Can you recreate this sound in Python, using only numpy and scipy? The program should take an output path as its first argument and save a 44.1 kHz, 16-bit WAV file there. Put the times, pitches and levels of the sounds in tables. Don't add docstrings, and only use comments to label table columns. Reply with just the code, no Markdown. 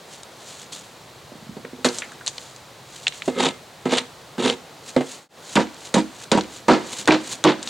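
import sys
import numpy as np
from scipy import signal
from scipy.fft import rfft, irfft, next_fast_len
from scipy.io import wavfile
from scipy.ndimage import uniform_filter1d, minimum_filter1d

SR = 44100
rng = np.random.default_rng(int(sys.argv[2]) if len(sys.argv) > 2 else 0)


def unload_wav(signal):
    wavfile.write(
        sys.argv[1],
        SR,
        np.round(np.clip(np.atleast_2d(signal).T, -1, 1) * 32767).astype(np.int16),
    )


N = 339129
SCENE_T = np.arange(N) / SR
T = np.arange(SR // 2) / SR


def amp(db):
    return 10 ** (np.asarray(db) / 20)


def unit(x):
    return x / np.sqrt(np.mean(x ** 2) + 1e-20)


def read(points, hz):
    f, value = np.transpose(points)
    return np.interp(np.log(hz + 1), np.log(f + 1), value)


def colour(x, points, share=1):
    count = x.shape[-1]
    size = next_fast_len(count, real=True)
    gain = amp(share * read(points, np.fft.rfftfreq(size, 1 / SR)))
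    return irfft(rfft(x, size) * gain, size)[..., :count]


def dull(x, hz, order=1):
    sos = signal.butter(order, min(hz, SR / 2 - 1), fs=SR, output="sos")
    return signal.sosfilt(sos, x)


def resonate(x, hz, width_hz):
    turn = np.exp(2j * np.pi * np.cumsum(hz * np.ones(len(x))) / SR)
    r = np.exp(-np.pi * width_hz / SR)
    return (turn * signal.lfilter([1 - r], [1, -r], x / turn)).real


def crackle(count, per_s, spread_db):
    chance, side = rng.random((2, count))
    at = np.flatnonzero(chance < per_s / SR)
    rarity = -np.log(chance[at] * SR / per_s + 1e-9)
    train = np.zeros(count)
    train[at] = np.sign(side[at] - .5) * amp(spread_db * np.minimum(rarity, 3.5))
    return train


def crunch(count, per_s, spread_db, cycles, order=20):
    out = np.zeros(count)
    for hz in np.geomspace(200, 14000, order):
        turns = np.arange(4 * cycles * SR / hz) * hz / SR
        pop = np.sin(2 * np.pi * turns) * turns * np.exp(-2 * turns / cycles)
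        train = crackle(count, per_s / order * np.sqrt(hz / 2000), spread_db)
        out += signal.oaconvolve(train, pop / np.linalg.norm(pop))[:count] * hz ** 0.25
    return out


def swell(start, hold_s, rise_s, fall_s):
    t = SCENE_T - start
    return np.exp(-np.clip(np.maximum(-t / rise_s, (t - hold_s) / fall_s), 0, 20))


def add(mix, s, sound):
    part = mix[max(round(s * SR), 0):][:len(sound)]
    part += sound[:len(part)]


# (frequency [Hz], relative level [dB per Hz])
HUSH_SPECTRUM = [(20, -37), (45, -15), (70, -9.5), (100, -3), (135, 1.5), (190, -6), (280, -7.5),
                 (500, -3.5), (900, -6), (1600, -11), (2800, -14), (4100, -12), (5300, -17.5),
                 (7200, -18.5), (11500, -28), (16000, -30)]
# (frequency [Hz], left-right likeness [0 to 1])
EAR_LIKENESS = [(60, 0.99), (180, 0.95), (550, 0.89), (1650, 0.82), (4970, 0.87), (15000, 1)]
# (time [s], gain on its middle part [dB], gain on its low part [dB])
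HUM_DRIFT = [(0, 5.5, -4), (.7, 3.5, -2), (1.2, -6, 1), (2.2, 3.5, -1.5), (3, -5, 0.5), (3.7, 0.5, -1),
             (4.3, 5, 0.5), (5, 8, -5), (6.2, -2, -1.5), (7.69, -9, 0)]


def air(level_db=-44.5):
    a, b = rfft(rng.standard_normal((2, N)))
    same = np.clip(read(EAR_LIKENESS, np.fft.rfftfreq(N, 1 / SR)), 0, 1)
    right = same * a + np.sqrt(1 - same ** 2) * b
    hush = unit(colour(irfft([a, right], N), HUSH_SPECTRUM))
    hum = colour(hush, [(150, -22), (400, -14), (1100, -19), (2500, -33)])
    rumble = colour(hush, [(150, 4), (300, -70)])
    s, hum_db, rumble_db = np.transpose(HUM_DRIFT)
    hum_change = hum * (amp(np.interp(SCENE_T, s, hum_db)) - 1)
    rumble_change = rumble * (amp(np.interp(SCENE_T, s, rumble_db)) - 1)
    return amp(level_db) * (hush + hum_change + rumble_change)


# (frequency [Hz], 60 dB decay time [s])
YARD_DECAY = [(100, 0.56), (300, 0.34), (1200, 0.54), (4000, 0.41), (10000, 1)]


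def yard(x, near_db=-15, near_s=0.011, far_db=-20):
    near, far = rng.standard_normal((2, 2, len(T)))
    near = near * np.exp(-T / near_s) * (T > .002)
    hz, t, z = signal.stft(far, SR, nperseg=256)
    decay = amp(-60 * t / read(YARD_DECAY, hz)[:, None])
    far = signal.istft(z * decay, SR, nperseg=256)[1][:, :len(T)]
    far = far * (1 - np.exp(-T / 0.011))
    echo = amp(near_db) * near / np.linalg.norm(near[0]) + amp(far_db) * far / np.linalg.norm(far[0])
    return signal.fftconvolve(x[None], echo, axes=1)[:, :N]


# (frequency [Hz], relative level [dB per Hz])
FABRIC_SPECTRUM = [(300, -8), (1200, -10), (2300, -9), (3200, -4.5), (4200, -3.5), (5300, -9), (6900, -2.5),
                   (8200, -7.5), (10000, -15.5), (12500, -27.5), (16000, -34)]
# (time of the peak [s], level [dB], rise [s], fall [s])
BODY_MOVES = [(.133, -42.5, .031, 0.046), (.50, -39.5, 0.074, .07), (.60, -40.5, .026, 0.041),
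              (.725, -35.5, 0.004, .05), (.785, -44.5, .027, 0.077), (1.96, -35, .04, 0.049),
              (2.43, -43, .12, 0.084), (2.96, -43, 0.057, .092), (3.04, -43, .05, 0.045),
              (3.16, -41, 0.04, .042), (3.27, -41, 0.051, 0.058), (4.89, -39, 0.033, 0.038),
              (5.112, -38.5, 0.059, 0.068), (6.93, -36, .08, .07), (7.69, -33.5, 0.03, .03)]


def poncho(clump_db=2.16):
    moves = list(BODY_MOVES)
    for s, *_, swish_db, lead_s in BLOWS:
        swing_s = s - lead_s
        moves.append((swing_s - 0.059, swish_db - 10, 0.044, .04))
        moves.append((swing_s, swish_db, 0.04, 0.02))
    power = sum((amp(db) * swell(s, 0, rise_s, fall_s)) ** 2 for s, db, rise_s, fall_s in moves)
    clumps = amp(clump_db * unit(dull(rng.standard_normal(N), hz=60, order=2)))
    crinkle = crackle(N, per_s=7000, spread_db=4.0) * clumps
    return unit(colour(crinkle, FABRIC_SPECTRUM)) * np.sqrt(power)


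# (frequency [Hz], 60 dB decay time [s],
# relative level struck at the far end [dB], in the middle [dB], at the near end [dB])
PLANK_MODES = [(70, 0.54, -12, -47, -37), (108, 0.17, -16.5, -43, -41), (145.8, 0.17, -9, -8.5, -6),
               (194.8, 0.13, 5.5, -15, -4), (220.2, 0.25, 5, -25, -24), (248.9, 0.15, -14.5, 4.5, -19),
               (259, 0.24, -5.5, -6.5, -16), (312.6, 0.23, 3.5, -32, 10.5), (363.3, 0.25, -14, -5, 1),
               (420.3, 0.085, -0.5, 5, -15.5), (475.4, 0.15, -10, 1.5, -21), (536, 0.088, 2, -4, -21),
               (621, 0.027, -1, -3.5, 8), (750, 0.15, -33.5, -12, -20), (860, 0.18, -10, -19, -3),
               (948, 0.057, 11, -1, 11), (1130, 0.11, -14, -47, -24), (1273, 0.06, -12, 6.5, -27),
               (1570, 0.13, -16, -5, -25), (1710, 0.27, -27, -12, -24), (2100, 0.23, -19, 1, -11),
               (2520, .08, -24, -34, -19)]


def bench(places):
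    hz, t60 = np.transpose(PLANK_MODES)[:2, :, None]
    gain = amp([np.interp(places, [0, .5, 1], mode[2:]) for mode in PLANK_MODES])
    lag = np.sqrt(hz) * (1 + np.array(places) / 2)
    modes = amp(-60 * T / t60) * np.exp(2j * np.pi * hz * T)
    return ((gain * np.exp(-1j * lag)).T @ modes).imag


# (frequency [Hz], relative level [dB])
CLACK_SPECTRUM = [(60, -29), (130, -11), (250, 8), (450, 11.5), (900, 0.5), (1300, -8.5), (2000, -4),
                  (3600, -6), (5500, -13), (8000, -5), (12000, -32), (16000, -40)]


def knocks(rows, contact_s=0.0024, clack_s=0.016, clack_reach=1.48):
    out = np.zeros(N)
    rings = bench([row[2] for row in rows])
    for (s, db, _, hard_hz, clack_db), ring in zip(rows, rings):
        ring = dull(ring * (1 - np.exp(-T / contact_s)), hard_hz, order=2)
        hiss = colour(rng.standard_normal(len(T)), CLACK_SPECTRUM)
        clack = unit(dull(hiss, clack_reach * hard_hz)) * np.exp(-T / clack_s)
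        add(out, s, amp(db) * ring / abs(ring).max() + amp(clack_db) * clack)
    return out


# (frequency [Hz], relative level [dB])
CRACK_SPECTRUM = [(100, -33), (400, 8), (1500, 2), (2600, 0.5), (4000, 4.5), (5300, -4.5), (7000, 0.5),
                  (8700, -6.5), (11000, -18), (16000, -71)]


def splat(db, hz, width_share, t60, tick_s=0.0012, smear_db=-9):
    t = T[:len(T) // 2]
    shape = np.exp(-t / tick_s) + amp(smear_db - 60 * t / t60)
    touch = colour(rng.standard_normal(len(t)), CRACK_SPECTRUM) * shape
    touch = touch - dull(touch, hz / 2)
    tick = resonate(touch, hz, width_share * hz)
    tick = dull(resonate(tick, hz, 2 * width_share * hz), hz=10300, order=6)
    return amp(db) * tick / abs(tick).max()


# (time [s], ring peak [dB], hardness cutoff [Hz], clack [dB])
APPLE_BUMPS = [(1.319, -35, 393, -37), (1.351, -36, 500, -42), (1.422, -35, 130, -60),
               (1.463, -38, 200, -55), (1.49, -26.5, 138, -55), (1.568, -26.5, 298, -30.5),
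               (1.647, -25.5, 450, -34.5), (1.729, -25.5, 300, -45), (1.786, -33, 302, -41)]


def roll(start_s=1.28, end_s=1.84, end_place=0.72, rumble_db=-52, rise_s=.45, fall_s=.02):
    bumps = []
    for s, db, hard_hz, clack_db in APPLE_BUMPS:
        place = end_place * ((s - start_s) / (end_s - start_s)) ** 2
        bumps.append((s, db, place, hard_hz, clack_db))
    rumble = signal.oaconvolve(crackle(N, per_s=200, spread_db=6), bench([.25])[0])[:N]
    rumble = unit(dull(rumble, hz=240, order=2))
    rolling = (SCENE_T > start_s) * swell(end_s, 0, rise_s, fall_s)
    return knocks(bumps) + amp(rumble_db) * rumble * rolling


# (time [s], peak level [dB], centre frequency [Hz], 60 dB decay time of the smear [s])
LANDING_BITS = [(0.233, -26, 6460, .012), (1.650, -28, 1760, 0.051), (1.9462, -22, 7300, .05),
                (1.9853, -13.5, 7200, 0.083), (2.0207, -16.5, 1870, 0.13), (2.1186, -30.5, 1480, .06),
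                (2.21, -29.5, 1470, .06), (2.2631, -17, 7500, 0.17), (2.2712, -10.5, 5330, 0.045),
                (2.2777, -7, 6000, 0.074), (2.381, -19.5, 3370, 0.023), (2.5624, -28, 6600, 0.04),
                (3.0684, -5.5, 2440, 0.045), (3.0804, -6.5, 5500, 0.016), (3.123, -24, 2520, .17),
                (3.2208, -14.5, 2650, 0.036), (6.4095, -15, 4250, .045), (7.0564, -23, 4910, 0.016),
                (7.121, -11, 4200, 0.29), (7.6286, -16.5, 6840, 0.059), (7.6743, -14.5, 3530, 0.045)]


def bits(count=6, first_s=0.059, flight_s=.28, crumb_db=-29, fade_db_per_s=30,
         low_hz=1400, high_hz=8000, plop_hz=3800, widest=0.88):
    out = np.zeros(N)

    def land(s, db, hz, t60):
        width = min(hz / plop_hz, 1) * widest
        add(out, s, splat(db, hz, width_share=width, t60=t60))

    for s, db, hz, t60 in LANDING_BITS:
        land(s, db, hz, t60)
    for s, *_ in BLOWS:
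        for late, pitch in rng.random((count, 2)):
            air_s = flight_s * late ** 2
            hz = low_hz * (high_hz / low_hz) ** pitch
            land(s + first_s + air_s, crumb_db - fade_db_per_s * air_s, hz, t60=0.026)
    return out


# (frequency [Hz], relative level [dB])
GRIT_SPECTRUM = [(150, -7), (500, 2), (900, 11.5), (1300, 2), (1700, 3.5), (2500, 5), (3800, 7), (5200, -6),
                 (7000, -2), (8700, -7.5), (11500, -26.5), (16000, -62)]
# (time the head meets the pulp [s], ploughing [s], run-up [s],
# judder [dB], grit [dB], catch [dB], flick [dB], knock at lift-off [dB])
SWEEP_STROKES = [(3.404, 0.061, 0.049, -22, -22, -24, -10, -13),
                 (3.925, 0.057, 0.05, -27, -23, -10, -11, -34),
                 (4.453, .046, 0.12, -23, -23, -16, -7.5, -23)]


def sweeps(place=.5, catch_hz=1200, flick_hz=2900, clump_db=3.0, judder_fall_s=0.029,
           grit_rise_share=0.37, grit_fall_s=0.024, catch_clack_db=-5):
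    shake, grind, flicks = np.zeros((3, N))
    catches = []
    for (down_s, *_), stroke in zip(MALLET_KNOCKS, SWEEP_STROKES):
        s, plough_s, run_up_s, judder_db, grit_db, catch_db, flick_db, lift_db = stroke
        lift_s = s + plough_s
        touching = SCENE_T > down_s
        shake += amp(judder_db) * touching * swell(s, plough_s, run_up_s, judder_fall_s)
        grind += amp(grit_db) * touching * swell(s, plough_s, grit_rise_share * run_up_s, grit_fall_s)
        catches.append((s, catch_db, place, catch_hz, catch_db + catch_clack_db))
        catches.append((lift_s, lift_db, place, catch_hz, lift_db + catch_clack_db))
        add(flicks, lift_s, splat(flick_db, flick_hz, width_share=0.57, t60=0.033))
    slips = crackle(N, per_s=600, spread_db=1.0)
    judder = unit(dull(signal.oaconvolve(slips, bench([place])[0])[:N], hz=690))
    clumps = amp(clump_db * unit(dull(rng.standard_normal(N), hz=69.5, order=2)))
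    pulp = crunch(N, per_s=6200, spread_db=-0.5, cycles=1.86)
    grit = unit(colour(pulp, GRIT_SPECTRUM) * clumps)
    return judder * shake + grit * grind + knocks(catches) + flicks


# (time [s], ring peak [dB], place [0 far to 1 near],
# hardness cutoff [Hz], clack [dB], bounce delay [s], bounce ring peak [dB])
MALLET_KNOCKS = [(3.278, -13.5, 0.53, 680, -15.5, .009, -25.5), (3.855, -8.5, 0.41, 560, -15, .011, -19),
                 (4.381, -12, 0.664, 480, -23.5, .011, -21), (4.964, -0.5, 0.55, 563, -11, .043, -13.5)]


def bare_knocks(bounce_clack_db=-5, bounce_hz=850, wet_db=-19, wet_hz=3600):
    rows, wet = [], np.zeros(N)
    for s, db, place, hard_hz, clack_db, bounce_s, bounce_db in MALLET_KNOCKS:
        rows.append((s, db, place, hard_hz, clack_db))
        rows.append((s + bounce_s, bounce_db, place, bounce_hz, bounce_db + bounce_clack_db))
        add(wet, s, splat(db + wet_db, wet_hz, width_share=0.49, t60=0.17))
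    return knocks(rows) + wet


# (frequency [Hz], relative level [dB])
PULP_SPECTRUM = [(80, -31), (200, 11.5), (500, 6), (1100, 0.5), (1500, -1), (2200, -4.5), (4200, -5.5),
                 (5400, -11.5), (7000, -9), (9000, -15.5), (12000, -23), (16000, -53)]
# (skin crack [dB], crack decay [s], squelch [dB], squelch start [Hz], spray [dB],
# spray delay [s], spray cutoff [Hz], pop delay [s], pop peak [dB], pop frequency [Hz])
BURST_APPLES = [(-15, 0.014, -28, 2700, -22, 0.0051, 13000, .0414, -16, 5400),
                (-17, 0.0041, -6, 4500, -24.5, 0.039, 6900, 0.02, -6, 880),
                (-15, 0.0093, -14.5, 5800, -25.5, 0.029, 9000, 0.014, -10, 850),
                (-14, 0.0063, -12.5, 1800, -21.5, 0.009, 6500, 0.071, -11, 690),
                (-27, .0076, 2, 1130, -15, 0.029, 5600, 0.033, -3, 1150),
                (-10.5, 0.0021, -4.5, 1950, -17, 0.044, 5000, 0.033, 1, 1860),
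                (-8, 0.0025, -6, 1600, -16, 0.041, 4600, .06, -20, 1200)]


def apples(give_s=.0055, squelch_s=0.024, glide_s=0.0071, end_hz=520, width_hz=800,
           spray_s=0.026, drizzle_db=-15, drizzle_s=0.21):
    out, count = np.zeros(N), len(T)
    for (s, *_), apple in zip(BLOWS, BURST_APPLES):
        crack_db, crack_s, squelch_db, start_hz, spray_db, delay, bright_hz, pop_s, pop_db, pop_hz = apple
        crack = unit(colour(crackle(count, per_s=9900, spread_db=2.5), CRACK_SPECTRUM))
        add(out, s, amp(crack_db) * crack * np.exp(-(T / crack_s) ** 2 / 2))
        glide = end_hz + (start_hz - end_hz) * np.exp(-T / glide_s)
        cells = colour(crackle(count, per_s=9000, spread_db=-5.0), PULP_SPECTRUM)
        squelch = unit(resonate(cells, glide, width_hz))
        add(out, s + give_s, amp(squelch_db) * squelch * np.exp(-T / squelch_s))
        add(out, s + pop_s, splat(pop_db, pop_hz, width_share=0.43, t60=0.052))
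        droplets = colour(crunch(count, per_s=9000, spread_db=2.5, cycles=1.9), PULP_SPECTRUM)
        spray = unit(dull(droplets, bright_hz, order=3))
        burst = np.exp(-((T - delay) / spray_s) ** 2 / 2)
        drizzle = amp(drizzle_db) * np.exp(-T / drizzle_s)
        add(out, s, amp(spray_db) * spray * (burst + drizzle))
    return out


# (time [s], place [0 far to 1 near], hardness cutoff [Hz], push [dB], crush time [s], thud [dB],
# rebound delay [s], rebound [dB], swing swish [dB], lead of the swish before the blow [s])
BLOWS = [(1.8459, 0.44, 1200, -7, 0.01, -22, 0.046, -26, -62, .08),
         (5.555, 0.054, 756, -6, 0.021, -1, 0.046, -15, -34, 0.021),
         (5.941, 0.054, 610, -3, .024, -1, .04, -8, -37.5, 0.071),
         (6.316, 0.069, 890, -2, 0.033, -4.5, 0.058, -4.5, -39, 0.085),
         (6.682, 0.79, 1500, 3.5, .034, -4, 0.081, -19, -38, 0.11),
         (7.075, 0.95, 700, -11.5, .012, 0, 0.047, -11, -31.5, 0.072),
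         (7.44, .92, 710, -19, .014, 0, 0.057, -15.5, -28.5, .11)]


def blows(push_s=0.0019, rebound_hz=1680, push_clack_db=-13, thud_clack_db=-12.5, rebound_clack_db=-10):
    rows = []
    for s, place, hard_hz, push_db, crush_s, thud_db, rebound_s, rebound_db, _, _ in BLOWS:
        rows.append((s + push_s, push_db, place, hard_hz, push_db + push_clack_db))
        rows.append((s + crush_s, thud_db, place, hard_hz, thud_db + thud_clack_db))
        rows.append((s + rebound_s, rebound_db, place, rebound_hz, rebound_db + rebound_clack_db))
    return knocks(rows)


# (frequency [Hz], gain [dB])
RADIATION_GAIN = [(20, -27), (45, -16), (75, -15), (110, -1.5), (16000, 1.5)]
# (frequency [Hz], left minus right [dB])
EAR_BALANCE = [(60, -7), (150, -3), (300, -3), (650, -1.5), (1400, -0.4), (4000, 0.1), (12000, 0.4)]


def scene():
    sources = poncho() + roll() + sweeps() + bits() + bare_knocks() + apples() + blows()
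    dry = colour(sources, RADIATION_GAIN)
    heard = dry + yard(dry)
    left = colour(heard[0], EAR_BALANCE, share=1 / 2)
    right = colour(heard[1], EAR_BALANCE, share=-1 / 2)
    return np.array([left, right]) + air()


def record(dry, ceiling_db=-5, ratio=5, recover_db_per_s=500, fade_at_s=5.285, fade_s=.11, edge_hz=16250):
    peak = -minimum_filter1d(-abs(dry).max(0), size=24)
    over_db = np.maximum(20 * np.log10(peak + 1e-9) - ceiling_db, 0) * (1 - 1 / ratio)
    fall = SCENE_T * recover_db_per_s
    held_db = np.maximum.accumulate(over_db + fall) - fall
    duck_db = uniform_filter1d(held_db, size=16)
    fade = np.minimum(abs(SCENE_T - fade_at_s) / fade_s, 1)
    band = signal.firwin(511, edge_hz, window=("kaiser", 9), fs=SR)
    return signal.oaconvolve(dry * amp(-duck_db) * fade, band[None], "same")


dry = scene()
out = record(dry)
unload_wav(out)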